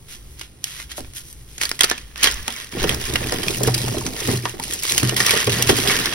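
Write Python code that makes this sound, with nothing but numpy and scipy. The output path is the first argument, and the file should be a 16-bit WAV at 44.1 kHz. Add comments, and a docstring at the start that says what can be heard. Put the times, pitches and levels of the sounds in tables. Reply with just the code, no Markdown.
"""Blocks of dry gym chalk snap and crush in the hands, close to a pair of microphones.
Snaps are jerky noise bursts coloured by the ring of the piece; crumbling is a stream of tiny fractures,
and skin rubbing over the block is a denser, more even stream that hisses.
Lumps and crumbs knock and patter on a heap of rubble and make its tray boom through a few low modes.
Deep rumble and faint air lie behind, in a small quiet room."""
import sys
import numpy as np
from scipy import signal
from scipy.fft import rfft, irfft, next_fast_len
from scipy.io import wavfile
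from scipy.ndimage import uniform_filter1d

SR = 44100
rng = np.random.default_rng(int(sys.argv[2]) if len(sys.argv) > 2 else 0)


def materialize(psi):
    """Save the field psi as 16-bit PCM at rate SR to the path in sys.argv[1].

    A 1-D psi becomes a single channel; in a 2-D psi each row is a channel.
    """
    bounded = np.clip(np.atleast_2d(psi).T, -1, 1)
    quanta = np.round(bounded * 32767).astype(np.int16)
    wavfile.write(sys.argv[1], SR, quanta)


N = 270774
TIME = np.arange(N) / SR

# The chalk gives way in the fist. Each row: start in seconds, length in seconds, relative level in dB,
# coarseness in dB (large fragments over fine ones).
SQUEEZES = [(1.608, 0.032, -24.5, -2), (1.667, 0.023, -36, 3), (1.81, 0.059, -31, 3),
            (1.882, 0.046, -30, 12), (2.173, 0.089, -30, 6), (2.228, 0.028, -15, 8),
            (2.459, 0.16, -31.5, 1.5), (2.719, 0.053, -31, 2), (2.786, 0.042, -25, 9),
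            (2.866, 0.064, -23.5, 2.5), (2.995, 0.1, -27, 0), (3.133, 0.4, -28, 2), (3.467, 0.11, -29, -14),
            (3.628, 0.072, -25, -2), (3.74, 0.097, -27, -3.5), (3.812, 0.18, -30, -5),
            (4.022, 0.11, -34, -8), (4.16, 0.054, -26.5, 0), (4.231, 0.12, -25, -4),
            (4.429, 0.074, -30.5, -0.5), (4.62, 0.17, -30, -7.5), (4.822, 0.097, -23, -8.5),
            (4.881, 0.12, -23.5, -6), (5.03, 0.086, -26, 2), (5.172, 0.055, -17.5, -2),
            (5.25, 0.066, -15, 3), (5.348, 0.057, -16.5, 4), (5.502, 0.13, -21, 2), (5.671, 0.032, -16, 2),
            (5.745, 0.15, -20.5, -1), (5.87, 0.098, -19, 5), (5.976, 0.099, -23, 2.5),
            (6.11, 0.035, -23.5, 5)]
SQUEEZE_ATTACK_S, SQUEEZE_RELEASE_S = 0.0042, 0.036

# Crumbs pour from the hand onto the heap. Each row: start in seconds, length in seconds,
# relative patter level in dB, relative level of the tray's hum in dB.
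POURS = [(2.749, 0.23, -28.5, -13), (3.087, 0.2, -31, 0.5), (3.324, 0.19, -29.5, -6),
         (3.572, 0.4, -29.5, 5), (4.017, 0.18, -33, -9.5), (4.256, 0.068, -26.5, 4.5),
         (4.514, 0.21, -38.5, -4.5), (4.912, 0.056, -30.5, -7), (5.05, 0.11, -30, 6.5),
         (5.254, 0.082, -42, 8), (5.467, 0.19, -29, 6), (5.701, 0.14, -27.5, -1.5),
         (5.854, 0.25, -30.5, -10)]
POUR_ATTACK_S, POUR_RELEASE_S = 0.003, 0.056


def snapping(level_db=0, ring_db=9.5, ring_octaves=0.095, debris_db=-26, debris_s=0.027,
             rise_s=0.00011, jag_db=4):
    """A crack runs in jerks through a piece within milliseconds; the piece rings and sheds a little debris."""
    # The loudest fractures. Each row: time in seconds, relative level in dB, decay time constant in seconds,
    # ring of the piece in Hz, tilt above 1 kHz in dB per octave.
    loud_snaps = [(0.3948, -26, 0.0022, 4730, 0), (0.4122, -21, 0.0031, 2870, -4),
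                  (0.6414, -9, 0.0014, 3120, 1), (0.7995, -23.5, 0.0035, 2090, -5.5),
                  (0.9162, -25.5, 0.0035, 3040, -2), (1.0054, -24.5, 0.0014, 7700, -2),
                  (1.046, -33, 0.002, 2300, -8), (1.136, -31, 0.0021, 9400, -2.5),
                  (1.3277, -27.5, 0.0022, 9000, 6), (1.5798, -23.5, 0.0038, 6960, -3),
                  (1.614, -10.5, 0.004, 6320, -3.5), (1.6337, -12, 0.0048, 7700, -4),
                  (1.6535, -13, 0.004, 4550, -1), (1.6925, -13, 0.0014, 3970, 3),
                  (1.715, -9, 0.0016, 4940, -5.5), (1.7912, -17.5, 0.0042, 2000, -2.5),
                  (1.8078, 3, 0.003, 3320, -3), (1.82, -10.5, 0.0021, 1920, -4),
                  (1.8341, -3, 0.0024, 4700, -1), (1.84, -6.5, 0.0031, 1310, -7.5),
                  (1.8425, -6, 0.0043, 680, -2.5), (1.8991, -8, 0.0018, 5500, -0.5),
                  (1.9123, -8.5, 0.0046, 1700, -6.5), (1.9789, -24.5, 0.0053, 2500, -4.5),
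                  (2.159, -18.5, 0.001, 1710, -7), (2.2302, -8.5, 0.014, 3100, -1),
                  (2.2419, -4, 0.0064, 4440, -4), (2.2714, -9.5, 0.0083, 3150, -6.5),
                  (2.4792, -10.5, 0.0023, 2580, -3), (2.8414, -10, 0.0019, 2660, -8),
                  (2.8937, -5, 0.002, 3200, -4.5), (3.137, -13.5, 0.0021, 2090, -1),
                  (3.157, -7.5, 0.0048, 2860, -7), (3.3228, -11, 0.0018, 5000, -1),
                  (3.432, -17, 0.0034, 3120, -5.5), (3.4826, -5.5, 0.0012, 2550, -4.5),
                  (3.57, -14, 0.002, 5000, 15), (3.6331, -9, 0.003, 7360, 2),
                  (3.675, -13, 0.0034, 900, -1.5), (3.7432, -10, 0.0059, 4870, 0),
                  (3.779, -13.5, 0.002, 4930, 1), (4.0641, -15.5, 0.0051, 5900, -3),
                  (4.4545, -14, 0.0044, 950, -7.5), (4.5978, -19, 0.0025, 910, -1.5),
                  (4.6376, -20.5, 0.0062, 10500, -2), (4.7232, -20, 0.0046, 3290, -1.5),
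                  (4.735, -13.5, 0.0052, 7300, 4), (4.8336, -11.5, 0.0028, 7040, 10),
                  (4.8513, -16, 0.0029, 5430, -5), (4.9203, -6.5, 0.0019, 6860, -1),
                  (4.9791, -4, 0.004, 3060, -1), (5.0311, -9.5, 0.0018, 1920, -2),
                  (5.094, -9, 0.0023, 2920, -3.5), (5.1638, -10, 0.0062, 1940, -1),
                  (5.203, -7.5, 0.0069, 1840, -5), (5.375, -10, 0.0028, 1800, -4),
                  (5.4702, -14.5, 0.0052, 2480, -3), (5.495, -13.5, 0.0057, 2780, -3),
                  (5.6232, -4, 0.0029, 2840, 1.5), (5.6917, -6.5, 0.004, 826, -4),
                  (5.8954, -15.5, 0.022, 2100, -8), (6.0576, -9.5, 0.0039, 5200, -5),
                  (6.0707, -13.5, 0.0027, 1790, -11.5)]
    # Basic colour of a fracture. Each row: frequency in Hz, relative level in dB.
    fracture_spectrum = [(100, -27), (350, -6.5), (600, -8.5), (1000, -6.5), (2000, 3.5), (5000, 7),
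                         (9000, 5.5), (13000, 2.5), (16000, -5)]
    out = np.zeros((2, N))
    t = np.arange(3000) / SR
    for s, db, decay_s, ring_hz, tilt_db in loud_snaps + lesser_snaps():
        fall = np.exp(-t / decay_s)
        jerks = gain_of(jag_db * evened(uniform_filter1d(rng.standard_normal(len(t)), size=30)))
        crack = fall * (1 - np.exp(-t / rise_s))
        debris = gain_of(debris_db) * np.exp(-t / debris_s)
        burst = rng.standard_normal((2, len(t))) * jerks * (crack + debris)

        def tone(hz):
            tilt = tilt_db * np.log2(np.maximum(hz, 1000) / 1000)
            return read(fracture_spectrum, hz) + tilt + ring_db * bump(hz, ring_hz, ring_octaves)

        snap = evened(colour(burst, tone, size=512)) * np.sqrt(np.mean(fall ** 2))
        add(out, s, gain_of(db + level_db) * snap)
    return out


def lesser_snaps(count=80, over_db=8, spread_db=2.5, decay_s=0.0027, ring_hz=4070, ring_octaves=0.64,
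                 tilt_db=4.5):
    """Random small fractures follow the squeeze of the moment, the higher the brighter; rows as for loud snaps."""
    level = moves(SQUEEZES, SQUEEZE_ATTACK_S, SQUEEZE_RELEASE_S)[0]
    events = scattered(level, SQUEEZES[0][0], spread_db, ring_hz, ring_octaves, count)
    # tilt_db is the tilt gained with each octave of ring
    return [(s, db + over_db, decay_s, hz, tilt_db * np.log2(hz / ring_hz)) for s, db, hz in zip(*events)]


def crumbling(coarse_db=-3, fine_db=-3, dust_db=-10, shared=0.44, clump_db=-1.0, chips_db=-9):
    """Large and fine fragments break in clumps over a hiss of powder; chips click at their own pitch."""
    # Colour of the large fragments. Each row: frequency in Hz, relative level in dB.
    coarse_spectrum = [(150, -17), (500, -6.5), (800, -12.5), (1100, -4), (1450, -4.5), (1850, 2.5),
                       (2450, -2), (3100, 0), (4200, -4), (7000, -4.5), (16000, -60)]
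    # Colour of the fine fragments. Each row: frequency in Hz, relative level in dB.
    fine_spectrum = [(500, -50), (2000, 2.5), (3500, 0.5), (5200, 2.5), (7000, 2), (10000, -2.5),
                     (12500, -2.5), (14500, -13.5), (16000, -14.5)]
    level, coarseness_db = moves(SQUEEZES, SQUEEZE_ATTACK_S, SQUEEZE_RELEASE_S)
    # big fractures and powder sound among both the large and the fine fragments
    big_fractures = grains(per_s=600, spread_db=3.0, ring_s=0.00045)
    common = shared * big_fractures + gain_of(dust_db) * rng.standard_normal((2, N))
    large_grains = grains(per_s=550, spread_db=2.5, ring_s=0.00032, low_hz=823, high_hz=4060, tonal=0.43)
    large = shaped(common + 0.25 * large_grains, coarse_spectrum)
    small_grains = grains(per_s=1200, spread_db=3.0, ring_s=0.00052, low_hz=3550, high_hz=11900, tonal=0.61)
    small = shaped(common + 0.3 * small_grains, fine_spectrum)
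    chips = grains(per_s=130, spread_db=2.4, ring_s=0.0007, low_hz=1700, high_hz=7000, tonal=1.6)
    flutter = evened(uniform_filter1d(rng.standard_normal(N), size=350))
    clumps = gain_of(clump_db * np.tanh(flutter))
    lean = gain_of(coarseness_db)
    crunch = gain_of(coarse_db) * lean * large + gain_of(fine_db) * small
    crunch /= np.sqrt((1 + lean ** 2) / 2)  # coarseness shifts the colour, hardly the loudness
    return level * clumps * (crunch + gain_of(chips_db) * chips)


def rubbing(level_db=0, attack_s=0.005, release_s=0.015, touch_db=-54.5, treble_hz=4930):
    """Powder shears between skin and block: grains so many and so even that they hiss, brighter in some strokes."""
    # Skin slides over the block. Each row: start in seconds, length in seconds, relative level in dB,
    # lift of the treble in dB.
    strokes = [(0.085, 0.073, -36, -3.5), (0.28, 0.15, -60, 9), (0.385, 0.06, -37.5, -7.5),
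               (0.65, 0.18, -33, -4.5), (0.9, 0.019, -29, -8.5), (0.965, 0.017, -33.5, 3.5),
               (1.155, 0.03, -32, 2.5), (1.25, 0.065, -49.5, 10), (1.48, 0.29, -45.5, -1)]
    # Colour of the rubbing skin. Each row: frequency in Hz, relative level in dB.
    skin_spectrum = [(200, -21), (700, -18), (1200, -10), (1800, -4), (3000, -1), (4500, -2), (6500, -1.5),
                     (8500, -3.5), (11000, -2), (13000, -3.5), (16000, -18)]
    level, treble_db = moves(strokes, attack_s, release_s)
    hiss = shaped(grains(per_s=6000, spread_db=4.5, ring_s=0.0016), skin_spectrum)
    treble = signal.sosfiltfilt(signal.butter(2, treble_hz, "high", fs=SR, output="sos"), hiss)
    restless = np.hypot(level, gain_of(touch_db))  # the fingers never rest quite still
    return gain_of(level_db) * restless * (hiss + (gain_of(treble_db) - 1) * treble)


def lumps_landing(knock_db=1, boom_db=5, decay_s=0.0091, centre_db=8, octaves=0.32, rise_s=0.00033,
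                  above_db=8, below_db=16, low_hz=190):
    """Each lump, and the block as it breaks, knocks around its own pitch, dull above it, and sets the tray
    booming."""
    # The largest lumps, led by the block itself knocking as it breaks. Each row: time in seconds, relative
    # knock level in dB, centre of the knock in Hz, relative boom of the tray in dB.
    large_lumps = [(0.98, -26, 660, -47), (0.998, -31, 330, -43), (2.479, -22.5, 890, -47),
                   (2.748, -28.5, 372, -62), (2.768, -23.5, 453, -28), (2.843, -14.5, 387, -47),
                   (2.894, -20.5, 450, -26), (3.13, -30.5, 244, -23.5), (3.158, -31, 696, -28),
                   (3.259, -26, 348, -36), (3.322, -16.5, 445, -60), (3.609, -19.5, 460, -35),
                   (3.674, -14, 430, -18), (3.681, -16, 860, -51), (3.839, -25.5, 410, -38),
                   (3.922, -36, 359, -25), (3.969, -21, 403, -39), (4.07, -25, 242, -55),
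                   (4.27, -24.5, 312, -36), (4.285, -15.5, 334, -22), (4.336, -21.5, 356, -25),
                   (4.454, -19, 966, -52), (4.54, -30, 376, -40), (4.597, -27.5, 940, -49),
                   (5.028, -13.5, 309, -15.5), (5.202, -23.5, 389, -27), (5.335, -17, 487, -43),
                   (5.362, -20, 377, -48), (5.474, -10.5, 440, -22), (5.694, -6, 437, -20),
                   (5.722, -14.5, 290, -25), (5.784, -17.5, 354, -42), (5.833, -28, 650, -44)]
    knocks, booms = np.zeros((2, N)), np.zeros(N)
    t = np.arange(4000) / SR
    ring = tray_ring()
    fall = np.exp(-t / decay_s)
    for s, db, centre_hz, tray_db in large_lumps + small_lumps():
        burst = rng.standard_normal((2, len(t))) * fall * (1 - np.exp(-t / rise_s))

        def tone(hz):
            dulling = above_db * np.log2(np.maximum(hz / centre_hz, 1))
            thinning = below_db * np.log2(np.maximum(low_hz / (hz + 10), 1))
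            return centre_db * bump(hz, centre_hz, octaves) - dulling - thinning

        knock = colour(burst, tone, size=1024)
        knock *= np.linalg.norm(fall) / np.linalg.norm(knock, axis=1, keepdims=True)
        add(knocks, s, gain_of(db + knock_db) * knock)
        add(booms, s, gain_of(tray_db + boom_db) * ring)
    return knocks, booms


def small_lumps(count=30, over_db=3.5, spread_db=6.5, knock_hz=517, octaves=0.94, boom_db=-20):
    """Random small lumps among the crumbs follow the pour of the moment; rows as for large lumps."""
    level = moves(POURS, POUR_ATTACK_S, POUR_RELEASE_S)[0]
    events = scattered(level, POURS[0][0], spread_db, knock_hz, octaves, count)
    return [(s, db + over_db, hz, db + boom_db) for s, db, hz in zip(*events)]


def crumbs_falling(patter_db=-1, boom_db=-2):
    """Crumbs patter dully on the heap and keep the tray humming."""
    # Colour of the heap. 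Each row: frequency in Hz, relative level in dB.
    heap_spectrum = [(60, -20), (140, 3.5), (200, 1), (260, 1), (320, -0.5), (410, -2), (520, -8),
                     (750, -9), (1100, -17.5), (2000, -24.5), (5000, -23)]
    level, tray_db = moves(POURS, POUR_ATTACK_S, POUR_RELEASE_S)
    crumbs = grains(per_s=400, spread_db=4.5, ring_s=0.00048, low_hz=335.4, high_hz=1370, tonal=0.24)
    patter = shaped(crumbs, heap_spectrum)
    blows = grains(per_s=370, spread_db=3.5, ring_s=0.00027)[0]
    hum = signal.oaconvolve(blows, tray_ring())[:N]
    hum /= np.sqrt(uniform_filter1d(hum ** 2, size=4000) + 1e-9)  # a steady stream keeps it even
    return level * gain_of(patter_db) * patter, level * gain_of(tray_db + boom_db) * hum


def tray_ring(rise_s=0.0037):
    """The tray answers one soft blow with a sum of decaying low modes."""
    # The tray's modes. Each row: frequency in Hz, relative level in dB, time to fall by 60 dB in seconds.
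    tray_modes = [(121.2, -2.5, 0.47), (102, -9, 0.19), (196.3, -10, 0.21), (232, -20.5, 0.12),
                  (261.6, -18.5, 0.096)]
    t = np.arange(SR // 2) / SR
    modes = sum(gain_of(db - 60 * t / t60) * np.sin(2 * np.pi * hz * t) for hz, db, t60 in tray_modes)
    return (1 - np.exp(-t / rise_s)) * modes


def hollow(x, width_octaves=0.016):
    """Standing waves between the tray and the hands lift or dip a few narrow bands of the chalk sounds."""
    # Each row: centre in Hz, lift in dB (negative for a dip).
    standing_waves = [(225, 7.5), (263, 9), (422, 0.5), (600, 4), (749, 1.5), (1085, 2.5), (1418, 5),
                      (1750, 2), (3279, 5), (4554, -6), (5131, 1.5)]

    def lift(hz):
        return sum(db * bump(hz, centre_hz, width_octaves) for centre_hz, db in standing_waves)

    return colour(x, lift, size=4096)


def room(x, onset_s=0.0012):
    """A short diffuse tail of noise, each band dying at its own speed."""
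    # Each row: frequency in Hz, time to fall by 60 dB in seconds.
    reverb_times = [(100, 0.49), (500, 0.18), (3000, 0.083), (10000, 0.037), (16000, 0.04)]
    hz, t, z = signal.stft(rng.standard_normal((2, SR // 2)), SR, nperseg=256)
    fall = gain_of(-60 * t / read(reverb_times, hz)[:, None])
    tail = signal.istft(z * fall * (1 - np.exp(-t / onset_s)), SR, nperseg=256)[1]
    return signal.fftconvolve(x, tail / np.linalg.norm(tail[0]), axes=1)[:, :N]


def microphones(paths):
    """The left microphone hears one path; the right hears it shifted and blended with the other."""
    # Each row: frequency in Hz, phase in radians by which left leads.
    phase_lead = [(90, 0), (430, -.4), (700, -1.5), (900, -.1), (1400, -.5), (1700, .7), (2150, .3),
                  (2700, -2.5), (3300, -4), (4100, -4.9), (5350, -5.9), (7000, -3.2), (7850, -3.05),
                  (9800, -.1), (10900, .1), (13000, 3.05), (14500, 3.25), (15600, 5.8)]
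    # Each row: frequency in Hz, left-right likeness (1 is identical apart from phase and level).
    likeness = [(50, 0.98), (150, 0.81), (400, 0.79), (850, 0.09), (1200, 0.38), (1550, 0.082), (1900, 1),
                (2650, 0.047), (3400, 0.49), (4300, 0.077), (5300, 0.48), (6100, 0.74), (7300, 1),
                (9000, 0.48), (10300, 0.88), (12100, 0.63), (13500, 1), (15200, 0.46)]
    # Each row: frequency in Hz, left minus right in dB.
    balance = [(100, 0.5), (700, -3.5), (1100, -1), (1550, -4), (2000, -1), (3400, -5.5), (4600, -3),
               (6000, 0), (15000, 0.1)]
    size = next_fast_len(N + 4096)
    a, b = rfft(paths, size)
    hz = np.fft.rfftfreq(size, 1 / SR)
    same = np.clip(read(likeness, hz), 0, .995)
    lean = gain_of(read(balance, hz))
    right = (same * a + np.sqrt(1 - same ** 2) * b) * np.exp(-1j * read(phase_lead, hz))
    pair = np.array([lean * a, right]) / np.sqrt((1 + lean ** 2) / 2)
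    return irfft(pair, size)[:, :N]


def background(rumble_db=1.0, air_db=-49):
    """Deep rumble of changing level and the faint steady air of the room, both coloured noise."""
    # Each row: time in seconds, relative level of the rumble in dB.
    rumble_level = [(0.0, -47), (0.03, -44), (0.36, -41.5), (0.56, -53.5), (1.09, -39.5), (1.11, -45.5),
                    (2.19, -43), (2.39, -29), (2.65, -54.5), (2.82, -28), (3.01, -31.5), (4.89, -46),
                    (4.98, -36), (5.61, -47), (5.71, -26), (5.76, -42), (6.07, -39), (6.14, -47)]
    # Colour of the rumble. Each row: frequency in Hz, relative level in dB.
    deep_spectrum = [(10, -5), (30, -39), (42, -10), (51, -1), (60, -11), (70, -6), (100, -24.5),
                     (200, -32), (600, -44)]
    # Colour of the air. Each row: frequency in Hz, relative level in dB.
    air_spectrum = [(20, -25), (70, -7.5), (120, 10), (200, -5.5), (350, -4), (600, -14), (1200, -18.5),
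                    (3000, -41), (10000, -18), (16000, -40)]
    deep = shaped(rng.standard_normal((2, N)), deep_spectrum, size=8192)
    level = gain_of(rumble_db + np.interp(TIME, *np.transpose(rumble_level)))
    return level * deep + gain_of(air_db) * shaped(rng.standard_normal((2, N)), air_spectrum)


def grains(per_s, spread_db, ring_s, low_hz=2000, high_hz=8000, tonal=0, count=48):
    """Tiny fractures of very unequal size: a noisy tick along two paths, plus a few cycles of own pitch."""
    size = gain_of(spread_db * np.minimum(rng.exponential(1, N), 4.1)) * (rng.random(N) < per_s / SR)
    piece = rng.integers(0, count, N)
    t = np.arange(512) / SR
    # the lower a piece is pitched, the longer its tick
    tick_s = ring_s * np.geomspace(.5, 2, count)[:, None, None]
    ticks = rng.standard_normal((count, 2, len(t))) * np.exp(-t / tick_s)
    cycles = np.geomspace(high_hz, low_hz, count)[:, None, None] * t
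    tones = np.sin(2 * np.pi * (cycles + rng.random((count, 2, 1)))) * np.exp(-cycles / 5.3)
    rings = ticks / np.linalg.norm(ticks, axis=2, keepdims=True)
    rings = rings + tonal * tones / np.linalg.norm(tones, axis=2, keepdims=True)
    out = np.zeros((2, N + len(t)))
    for i in np.flatnonzero(size):
        out[:, i:i + len(t)] += size[i] * rings[piece[i]]
    return evened(out[:, :N])


def moves(rows, attack_s, release_s, ease_share=0.032, settle_db=-18, settle_s=0.28):
    """Each move swells, holds, lets go and settles: joint gain, then further columns led by the loudest move."""
    start, length, db, *columns = np.transpose(rows)[:, :, None]
    t = TIME[::32]  # a coarse time grid is enough for gain curves
    # longer moves start more gently: ease_share is seconds of attack added per second of length
    rise = .5 + .5 * np.tanh(.5 * (t - start) / (attack_s + ease_share * length))
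    after = np.maximum(t - start - length, 0)
    settle = gain_of(settle_db)  # loose fragments keep shifting after each move
    fall = (1 - settle) * np.exp(-after / release_s) + settle * np.exp(-after / settle_s)
    power = (gain_of(db) * rise * fall) ** 2 + 1e-20
    total = power.sum(0)
    curves = [np.sqrt(total)] + [(c * power).sum(0) / total for c in columns]
    return [np.interp(TIME, t, curve) for curve in curves]


def scattered(level, from_s, spread_db, centre_hz, octaves, count):
    """Chance events from from_s on, about as strong as the gain curve at that moment: times, dB and pitches."""
    place, size, pitch = rng.uniform(-1, 1, (count, 3)).T
    s = from_s + (TIME[-1] - from_s) * (np.arange(count) + 1 + place) / (count + 1)
    db = 20 * np.log10(np.interp(s, TIME, level)) + spread_db * size
    return s, db, centre_hz * 2 ** (octaves * pitch)


def gain_of(db):
    """Decibels to amplitude."""
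    return 10 ** (np.asarray(db) / 20)


def evened(x):
    """Scales to rms 1."""
    return x / np.sqrt(np.mean(x ** 2) + 1e-20)


def read(points, hz):
    """A table's value at hz, on a log-frequency axis."""
    f, value = np.transpose(points)
    return np.interp(np.log(hz + 1), np.log(f + 1), value)


def bump(hz, centre_hz, octaves):
    """A bell-shaped resonance of height 1 on a log-frequency axis."""
    return np.exp(-.5 * (np.log2((hz + 1) / centre_hz) / octaves) ** 2)


def colour(x, db_at, size=2048):
    """Causal minimum-phase filter shaped by db_at(Hz); keeps the energy of white noise."""
    log_gain = np.log(gain_of(db_at(abs(np.fft.fftfreq(size, 1 / SR)))))
    taps = np.fft.ifft(np.exp(signal.hilbert(log_gain).conj())).real
    return signal.oaconvolve(x, taps[None] / np.linalg.norm(taps), axes=1)[:, :x.shape[1]]


def shaped(x, spectrum, size=2048):
    """Gives a pair of signals a spectrum, at rms 1."""
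    return evened(colour(x, lambda hz: read(spectrum, hz), size=size))


def add(mix, s, sound):
    """Mixes a sound in at s seconds."""
    part = mix[..., max(round(s * SR), 0):][..., :sound.shape[-1]]
    part += sound[..., :part.shape[-1]]


def scene(room_db=-17):
    """Chalk in the hands and on the heap; the tray's boom reaches both microphones alike."""
    patter, hum = crumbs_falling()
    knocks, booms = lumps_landing()
    chalk = hollow(snapping() + crumbling() + rubbing() + knocks + patter)
    return microphones(chalk + gain_of(room_db) * room(chalk) + background()) + hum + booms


def record(dry, edge_hz=15900):
    """Peaks beyond full scale are clipped; then a steep low-pass limits the band."""
    clipped = np.clip(dry, -1, 1)
    low_pass = signal.firwin(401, edge_hz, window=("kaiser", 8), fs=SR)
    return signal.oaconvolve(clipped, low_pass[None], "same")


dry = scene()
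out = record(dry)
materialize(out)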